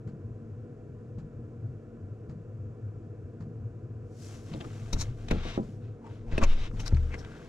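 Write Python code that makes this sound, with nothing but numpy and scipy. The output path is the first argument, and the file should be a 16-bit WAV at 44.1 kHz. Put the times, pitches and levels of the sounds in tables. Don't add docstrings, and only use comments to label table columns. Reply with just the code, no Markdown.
import sys
import numpy as np
from scipy import signal
from scipy.fft import rfft, irfft, next_fast_len
from scipy.io import wavfile
from scipy.ndimage import uniform_filter1d, map_coordinates

SR = 44100
rng = np.random.default_rng(int(sys.argv[2]) if len(sys.argv) > 2 else 0)


def transcribe(signal):
    frames = np.atleast_2d(signal).T
    limited = np.clip(frames, -1, 1)
    pcm = np.round(limited * 32767).astype(np.int16)
    wavfile.write(sys.argv[1], SR, pcm)


N = 330204
T = np.arange(N) / SR

# (frequency [Hz], relative level [dB])
FAN_SPECTRUM = [(18, -30), (33, -9.5), (53, -3.5), (70, -24.5), (135, 2), (190, -9), (330, -8), (500, -22),
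                (600, -19), (880, -34), (1400, -29.5), (2000, -43), (3900, -52.5), (7000, -50),
                (10000, -62), (15000, -77.5)]
# (frequency [Hz], left minus right [dB])
FAN_SIDES = [(100, 3.5), (400, 0), (1300, -3), (2400, 2.5), (8000, 1.5), (15000, 12.5)]
# (pitch [Hz], width [Hz], level [dB])
DUCT_PEAKS = [(228.3, 7, -55.5), (324.5, 30, -61.5), (421, 16, -60), (474, 30.3, -56.5), (674.4, 11, -72.5),
              (748, 19, -74), (1011, 30, -78), (1410, 120, -82), (1730, 110, -84), (2310, 81, -88.5),
              (2640, 170, -87.5)]
# (time [s], level [dB])
BURNER_LEVEL = [(0, -47), (.07, -34), (.15, -57.5), (.29, -34.5), (.41, -46), (.48, -42), (.7, -48.5),
                (.82, -49.5), (.92, -41), (1.02, -49), (1.2, -38.5), (1.3, -55.5), (1.42, -38),
                (1.49, -50.5), (1.68, -34.5), (1.77, -44.5), (1.95, -55.5), (2.05, -37), (2.33, -46.5),
                (2.68, -37.5), (2.75, -50), (2.84, -36), (2.98, -42.5), (3.25, -41.5), (3.34, -54),
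                (3.43, -40.5), (3.53, -46.5), (3.62, -34), (3.75, -43.5), (3.89, -37.5), (4.1, -46),
                (4.5, -42), (4.62, -42.5), (4.69, -40), (4.75, -42), (5.2, -39.5), (5.7, -43.5),
                (5.91, -39), (6.02, -52), (6.12, -40), (6.6, -53), (6.72, -37.5), (7.1, -42), (7.49, -61)]
# (pitch [Hz], level [dB], time to fade 60 dB [s])
MOUNT_NOTES = [(146.4, -42, 0.17), (163.4, -36, 0.29), (201, -36, 0.13)]
# (frequency [Hz], relative level [dB])
TICK_SPECTRUM = [(300, 14.5), (1200, 9), (2500, -2.5), (3700, -10), (4600, -3), (5300, -9.5), (7300, -6.5),
                 (9000, -24), (10300, -21.5), (13000, -48)]
# (start [s], length [s], dull rub [dB], bright swish [dB])
CLOTH_MOVES = [(4.229, 0.042, -79, -57), (4.295, 0.06, -56, -61), (4.469, 0.55, -57, -64.5),
               (5.025, 0.023, -52.5, -67.5), (5.187, 0.15, -59, -69.5), (5.31, 0.07, -45.5, -69),
               (5.56, 0.14, -64.5, -71), (5.825, 0.037, -64, -83), (6.098, 0.054, -59, -75.5),
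               (6.322, 0.13, -47, -71.5), (6.769, 0.11, -53, -66.5), (6.948, 0.59, -58, -69.5)]
# (frequency [Hz], relative level [dB])
RUB_SPECTRUM = [(150, 13), (500, 3), (750, 10.5), (950, 1), (1250, 7), (1550, 4.5), (1850, 1), (2200, 1.5),
                (3800, -2.5), (4400, -7), (7000, -15), (12000, -64)]
SWISH_SPECTRUM = [(1000, -4), (3800, -6), (5700, 1), (7400, -2), (8200, -6), (11000, -12.5), (12000, -13),
                  (15000, -27.5)]
# (time [s], level [dB], brightness [Hz], pitch factor [x], relative rattle [dB])
WALL_THUMPS = [(4.52, -31.5, 195, 1, -38), (4.54, -36, 820, 1.1, -26.5), (4.607, -37, 1500, 1.1, -29),
               (4.647, -42, 900, .95, -24), (4.664, -36, 302, 1, -30), (4.93, -30.5, 390, 0.81, -25.5),
               (4.961, -31.5, 354, 1.1, -33), (5.312, -17, 501, 1.07, -30),
               (5.317, -18.5, 450, 1.12, -36.5), (5.337, -26, 330, 1.1, -33),
               (5.453, -31, 796, 1.16, -30.5), (5.577, -16.5, 510, 1.3, -35), (5.6, -28.5, 424, 1.3, -47),
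               (6.324, -30.5, 400, 0.85, -28), (6.381, -18, 800, 1.33, -40.5), (6.412, -27, 704, 1.3, -26),
               (6.43, -28, 606, 0.74, -32), (6.925, -25.5, 398, 1.12, -34.5), (6.932, -31, 180, .7, -30),
               (7.141, -39, 910, 1.2, -28.5), (7.18, -37.5, 700, 1, -32.5)]
# (base pitch [Hz], level [dB], time to fade 60 dB [s])
PANEL_NOTES = [(170.4, -9, 0.22), (214.8, -8, 0.12), (278, -2, 0.057), (324.3, -5, 0.058),
               (423, -3.5, 0.039), (489, -4, 0.036), (598, 0.5, 0.017), (760, -8, 0.057), (1040, -29, 0.05),
               (1410, -48, .03)]
# (time [s], level [dB], fall [s], ringing pitch [Hz])
TRIM_CREAKS = [(4.539, -47, 0.0091, 3700), (4.609, -39.5, 0.0046, 3280), (4.647, -48, 0.0075, 1280),
               (4.733, -48.5, 0.0023, 7000), (4.934, -36, 0.0032, 2700), (4.966, -50, 0.011, 1330),
               (5.287, -29.5, 0.0018, 3600), (5.312, -31.5, 0.004, 2520), (5.321, -38.5, 0.0031, 1600),
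               (5.577, -42, 0.0043, 1290), (6.064, -56.5, 0.03, 930), (6.285, -55.5, 0.015, 735),
               (6.325, -42, 0.0034, 1730), (6.381, -30, 0.0019, 1640), (6.424, -35.5, 0.011, 1090),
               (6.439, -33.5, 0.0074, 2330), (6.714, -52, .003, 1270), (6.802, -39.5, 0.0047, 3000),
               (6.87, -48, 0.011, 1460), (6.924, -48.5, 0.006, 1400), (6.947, -44, 0.0025, 4330),
               (6.971, -41.5, 0.0029, 1420), (7.125, -51.5, 0.014, 2240), (7.144, -36, 0.0047, 1990),
               (7.249, -42.5, 0.0018, 3400), (7.30, -61.5, 0.22, 1530)]
# (frequency [Hz], relative level [dB])
TRIM_SPECTRUM = [(250, 6), (500, -2), (900, 5.5), (1300, -1.5), (2600, -2.5), (3600, -12), (7000, -14),
                 (10000, -29.5), (15000, -41)]
# (time [s], level [dB], rise [s], fall [s], ringing pitch [Hz])
METAL_CLINKS = [(4.931, -27.5, 0.0014, 0.003, 6100), (4.936, -36.5, 0.0021, 0.0059, 3900),
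                (5.014, -30.5, 0.013, 0.009, 6550), (5.287, -49, 0.00067, 0.0013, 6600),
                (5.313, -34.5, 0.002, 0.0029, 3750), (6.380, -37.5, 0.0013, 0.0042, 8900),
                (6.432, -40, 0.00095, .003, 7000), (6.439, -31, 0.0026, 0.0036, 6450),
                (6.803, -42, 0.0043, 0.012, 6360), (6.861, -40, 0.003, 0.0088, 4700),
                (6.881, -33, 0.004, 0.0015, 5200), (7.190, -53, 0.0066, 0.016, 5550)]
# (pitch [Hz], width [Hz], level [dB])
METAL_PEAKS = [(3910, 250, -10), (4460, 270, -12), (5510, 310, -8.5), (5860, 200, -20), (6395, 240, -15.5),
               (7040, 110, -18), (7660, 140, -19), (9400, 1300, -18.5), (12000, 420, -25)]
# (time [s], cabin boom [dB], sway on the springs [dB])
BODY_SHOVES = [(4.934, -30, -26.5), (5.311, -28.5, -44), (6.327, -28, -21), (6.421, -27, -11),
               (6.48, -39, -14), (6.789, -47, -36), (6.925, -16, -36)]
# (pitch [Hz], level [dB], time to fade 60 dB [s])
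CABIN_NOTES = [(31.7, -6, 0.42), (74.2, -0.5, 0.66), (123.4, -7.5, 0.3), (147.3, -6.5, 0.19)]
# (frequency [Hz], relative level [dB])
SHUDDER_SPECTRUM = [(12, -46), (25, 7), (45, -9.5), (60, -16.5), (120, -26), (400, -54), (2000, -110)]
# (time [s], level [dB], pitch factor [x])
BOARD_KNOCKS = [(5.313, -27.5, 0.696), (6.3793, -17.5, 0.97), (6.4219, -19.5, 0.42), (6.438, -19, 0.89),
                (7.142, -37, 0.85)]
# (base pitch [Hz], level [dB], time to fade 60 dB [s])
BOARD_NOTES = [(625, -10.5, 0.07), (2100, -11, 0.013), (2690, -8.5, 0.027), (2830, -16, 0.015)]
# (start [s], length [s], level [dB])
SLIDE_STROKES = [(5.434, 0.13, -49.5), (5.482, 0.027, -47.5), (6.494, 0.036, -49), (6.546, 0.051, -55),
                 (6.611, 0.058, -49)]
# (pitch [Hz], width [Hz], level [dB])
SLIDE_PEAKS = [(980, 840, -2), (1670, 180, -18), (2180, 520, -6.5), (2830, 460, -5.5), (3700, 340, -6.5),
               (5300, 1400, -9.5)]
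# (frequency [Hz], likeness [limited to 0-1 when used])
EAR_LIKENESS = [(200, 1), (380, 0.84), (700, 1.3), (1400, 1.6), (4000, 0.43), (8000, 0.6), (15000, -0.5)]
# (frequency [Hz], phase [radians])
EAR_LAG = [(150, 0.04), (450, 0.6), (900, 1), (2700, 1), (4400, 0.24), (7000, .05)]
# (time [s], left ear's delay [s])
CONTACT_DELAY = [(4.6, .000005), (5.0, 0.000023), (5.3, 0.000041), (5.6, 0.000032), (6.0, 0.0000055)]
# (left delay [s], right delay [s], level [dB])
WALL_ECHOES = [(.0019, 0.0019, -21), (.0043, 0.0046, -16), (.0074, .0077, -19), (0.0104, 0.012, -17)]


def from_db(db):
    return 10 ** (np.asarray(db) / 20)


def unit_power(x):
    return x / np.sqrt(np.mean(x ** 2) + 1e-20)


def at_hz(points, hz):
    row_hz, value = np.transpose(points)
    return np.interp(np.log(hz + 1), np.log(row_hz), value)


def pan(left_db):
    return from_db(np.array([[.5], [-.5]]) * left_db)


def noise(gain_at):
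    size = next_fast_len(N, real=True)
    hz = np.arange(size // 2 + 1) * SR / size
    mid, side = rfft(rng.standard_normal((2, size)))
    alike = np.clip(at_hz(EAR_LIKENESS, hz), 0, 1)
    ears = np.sqrt(1 + alike) * mid + np.sqrt(1 - alike) * side * [[1], [-1]]
    ears[0] *= np.exp(-1j * at_hz(EAR_LAG, hz))
    return unit_power(irfft(ears * gain_at(hz), size)[:, :N])


def coloured(spectrum):
    return noise(lambda hz: from_db(at_hz(spectrum, hz)))


def ringing_noise(peaks):
    def power(hz):
        return sum(from_db(db) ** 2 / width / (1 + ((hz - f) / width) ** 2) ** 2
                   for f, width, db in peaks)
    total_power = sum(from_db(db) ** 2 for _, _, db in peaks)
    return noise(lambda hz: np.sqrt(power(hz))) * np.sqrt(total_power)


def grain(per_s, depth_db):
    steps = rng.standard_normal(N)
    return unit_power(from_db(depth_db * np.interp(T * per_s, np.arange(N), steps)))


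def burst(s, rise, fall):
    out = np.zeros(N)
    near = slice(max(0, int((s - 10 * rise) * SR)), int((s + 10 * fall) * SR))
    out[near] = np.exp(-np.maximum((s - T[near]) / rise, (T[near] - s) / fall))
    return out


def swells(moves, rise, fall):
    power = 0
    for start, length, db in moves:
        fade = np.maximum((start - T) / rise, (T - start - length) / fall)
        power += (from_db(db) * np.exp(-np.clip(fade, 0, 30))) ** 2
    return np.sqrt(power)


def clicks(times, gains):
    out = np.zeros(N)
    out[np.clip(np.round(np.asarray(times) * SR).astype(int), 0, N - 1)] = gains
    return out


def ring(force, notes):
    out = 0
    for hz, db, fade_s in notes:
        decay = from_db(-60 / (fade_s * SR))
        angle = 2 * np.pi * hz / SR
        feedback = [1, -2 * decay * np.cos(angle), decay * decay]
        out += from_db(db) * signal.lfilter([0, np.sin(angle)], feedback, force + 1e-18)
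    return out


def soften(x, hz):
    return signal.sosfilt(signal.butter(2, min(hz, SR / 3), fs=SR, output="sos"), x + 1e-18)


def delayed(x, s):
    return np.interp(T - s, T, x, left=0)


def slips(events, grit, sharpness, ring_db):
    out = 0
    for s, db, rise, fall, hz in events:
        slip = grit * burst(s, rise, fall) * from_db(db)
        ringing = signal.lfilter(*signal.iirpeak(hz, sharpness, fs=SR), slip + 1e-18)
        ring_gain = from_db(ring_db) * (fall / 0.0019) ** 0.15
        out += slip + ring_gain * ringing
    return out


def heater():
    drone_hz, drone_width_hz, even_out_s = 106.5, 10.2, 0.085
    air = from_db(-49) * noise(lambda hz: from_db(at_hz(FAN_SPECTRUM, hz)) * pan(at_hz(FAN_SIDES, hz)))
    flame = ringing_noise([(drone_hz, drone_width_hz, 0)])
    flame_power = uniform_filter1d(np.mean(flame ** 2, axis=0), size=int(even_out_s * SR))
    even_flame = flame / np.sqrt(flame_power + 1e-9)
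    slow_level = from_db(np.interp(T, *np.transpose(BURNER_LEVEL)))
    drone = even_flame * grain(per_s=23, depth_db=2.5) * slow_level
    return air + ringing_noise(DUCT_PEAKS) * pan(0.28) + drone * pan(1.5)


def fuel_pump():
    first_s, every_s, return_s = 0.070, 1.111, 0.064
    strokes = np.arange(first_s, T[-1], every_s)
    force = clicks(strokes, 0.73) + clicks(strokes + return_s, from_db(-3))
    thud = ring(soften(force, hz=454), MOUNT_NOTES)
    main_ticks = sum(burst(s + 0.0046, rise=0.0028, fall=0.021) for s in strokes)
    after_ticks = sum(burst(s + 0.021, rise=0.001, fall=0.0049) for s in strokes)
    ticks = (main_ticks + from_db(-9) * after_ticks) * coloured(TICK_SPECTRUM)
    return thud * pan(1.2) + from_db(-55) * ticks * pan(1.5)


def cloth():
    rub_level = swells([(s, length, db) for s, length, db, _ in CLOTH_MOVES], rise=0.013, fall=0.065)
    swish_level = swells([(s, length, db) for s, length, _, db in CLOTH_MOVES], rise=0.056, fall=0.08)
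    rub = rub_level * coloured(RUB_SPECTRUM) * grain(per_s=390, depth_db=2.5)
    swish = swish_level * coloured(SWISH_SPECTRUM) * grain(per_s=690, depth_db=2)
    return rub * pan(1.8) + swish * pan(3.1)


def thumps():
    out = np.zeros(N)
    for s, db, brightness_hz, factor, rattle_db in WALL_THUMPS:
        rattle = rng.standard_normal(N) * burst(s + 0.0065, rise=0.0011, fall=0.021) * from_db(rattle_db)
        near = slice(int(s * SR) - 50, int((s + .5) * SR))
        force = soften((clicks([s], 0.6) + rattle)[near], brightness_hz)
        notes = [(hz * factor, level, fade_s) for hz, level, fade_s in PANEL_NOTES]
        out[near] += from_db(db) * ring(force, notes)
    left = delayed(out, s=0.00036)
    return np.array([left, out]) * pan(1.0)


def creaks():
    grit = from_db(-3.5) * coloured(TRIM_SPECTRUM) * grain(per_s=1100, depth_db=4)
    rise_share = 0.74
    events = [(s, db, rise_share * fall, fall, hz) for s, db, fall, hz in TRIM_CREAKS]
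    return slips(events, grit, sharpness=5.5, ring_db=13) * pan(3.2)


def clinks():
    metal = ringing_noise(METAL_PEAKS) + from_db(-6.5) * coloured(TRIM_SPECTRUM)
    grit = metal * grain(per_s=1400, depth_db=-3.5)
    return from_db(-0.5) * slips(METAL_CLINKS, grit, sharpness=8.6, ring_db=4.5) * pan(5.0)


def shoves():
    sway_hz, sway_fade_s, shudder_per_sway_db = 15.5, 0.5, 0.21
    times, boom_db, sway_db = np.transpose(BODY_SHOVES)
    cabin_push = soften(clicks(times, from_db(boom_db)), hz=221)
    boom = ring(cabin_push, CABIN_NOTES[0::2]) - ring(cabin_push, CABIN_NOTES[1::2])
    spring_push = soften(clicks(times, from_db(sway_db)), hz=71)
    sway = ring(spring_push, [(sway_hz, 0, sway_fade_s)])
    shaking = sum(from_db(shudder_per_sway_db * db) * burst(s + 0.0076, rise=0.048, fall=0.19)
                  for s, db in zip(times, sway_db))
    shudder = from_db(-28.5) * shaking * coloured(SHUDDER_SPECTRUM)
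    return sway * pan(1.3) + (boom + shudder) * pan(2.7)


def knocks():
    out = 0
    for s, db, factor in BOARD_KNOCKS:
        notes = [(hz * factor, level, fade_s) for hz, level, fade_s in BOARD_NOTES]
        out += ring(clicks([s], from_db(db)), notes)
    return soften(out, hz=3200) * pan(5.3)


def slide():
    pressure = swells(SLIDE_STROKES, rise=0.03, fall=0.015)
    return pressure * ringing_noise(SLIDE_PEAKS) * grain(per_s=180, depth_db=1) * pan(3.7)


def with_echoes(x):
    return x + sum(from_db(db) * np.array([delayed(x[0], left_s), delayed(x[1], right_s)])
                   for left_s, right_s, db in WALL_ECHOES)


def scene():
    contacts = slide() + creaks() + knocks() + clinks()
    left_delay = np.interp(T, *np.transpose(CONTACT_DELAY))
    contacts[0] = map_coordinates(contacts[0], [(T - left_delay) * SR], order=3)
    return heater() + fuel_pump() + thumps() + shoves() + with_echoes(cloth() + contacts)


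def record(dry):
    cutoff_hz = 15700
    return signal.sosfilt(signal.ellip(10, .1, 80, cutoff_hz, fs=SR, output="sos"), dry)


dry = scene()
out = record(dry)
transcribe(out)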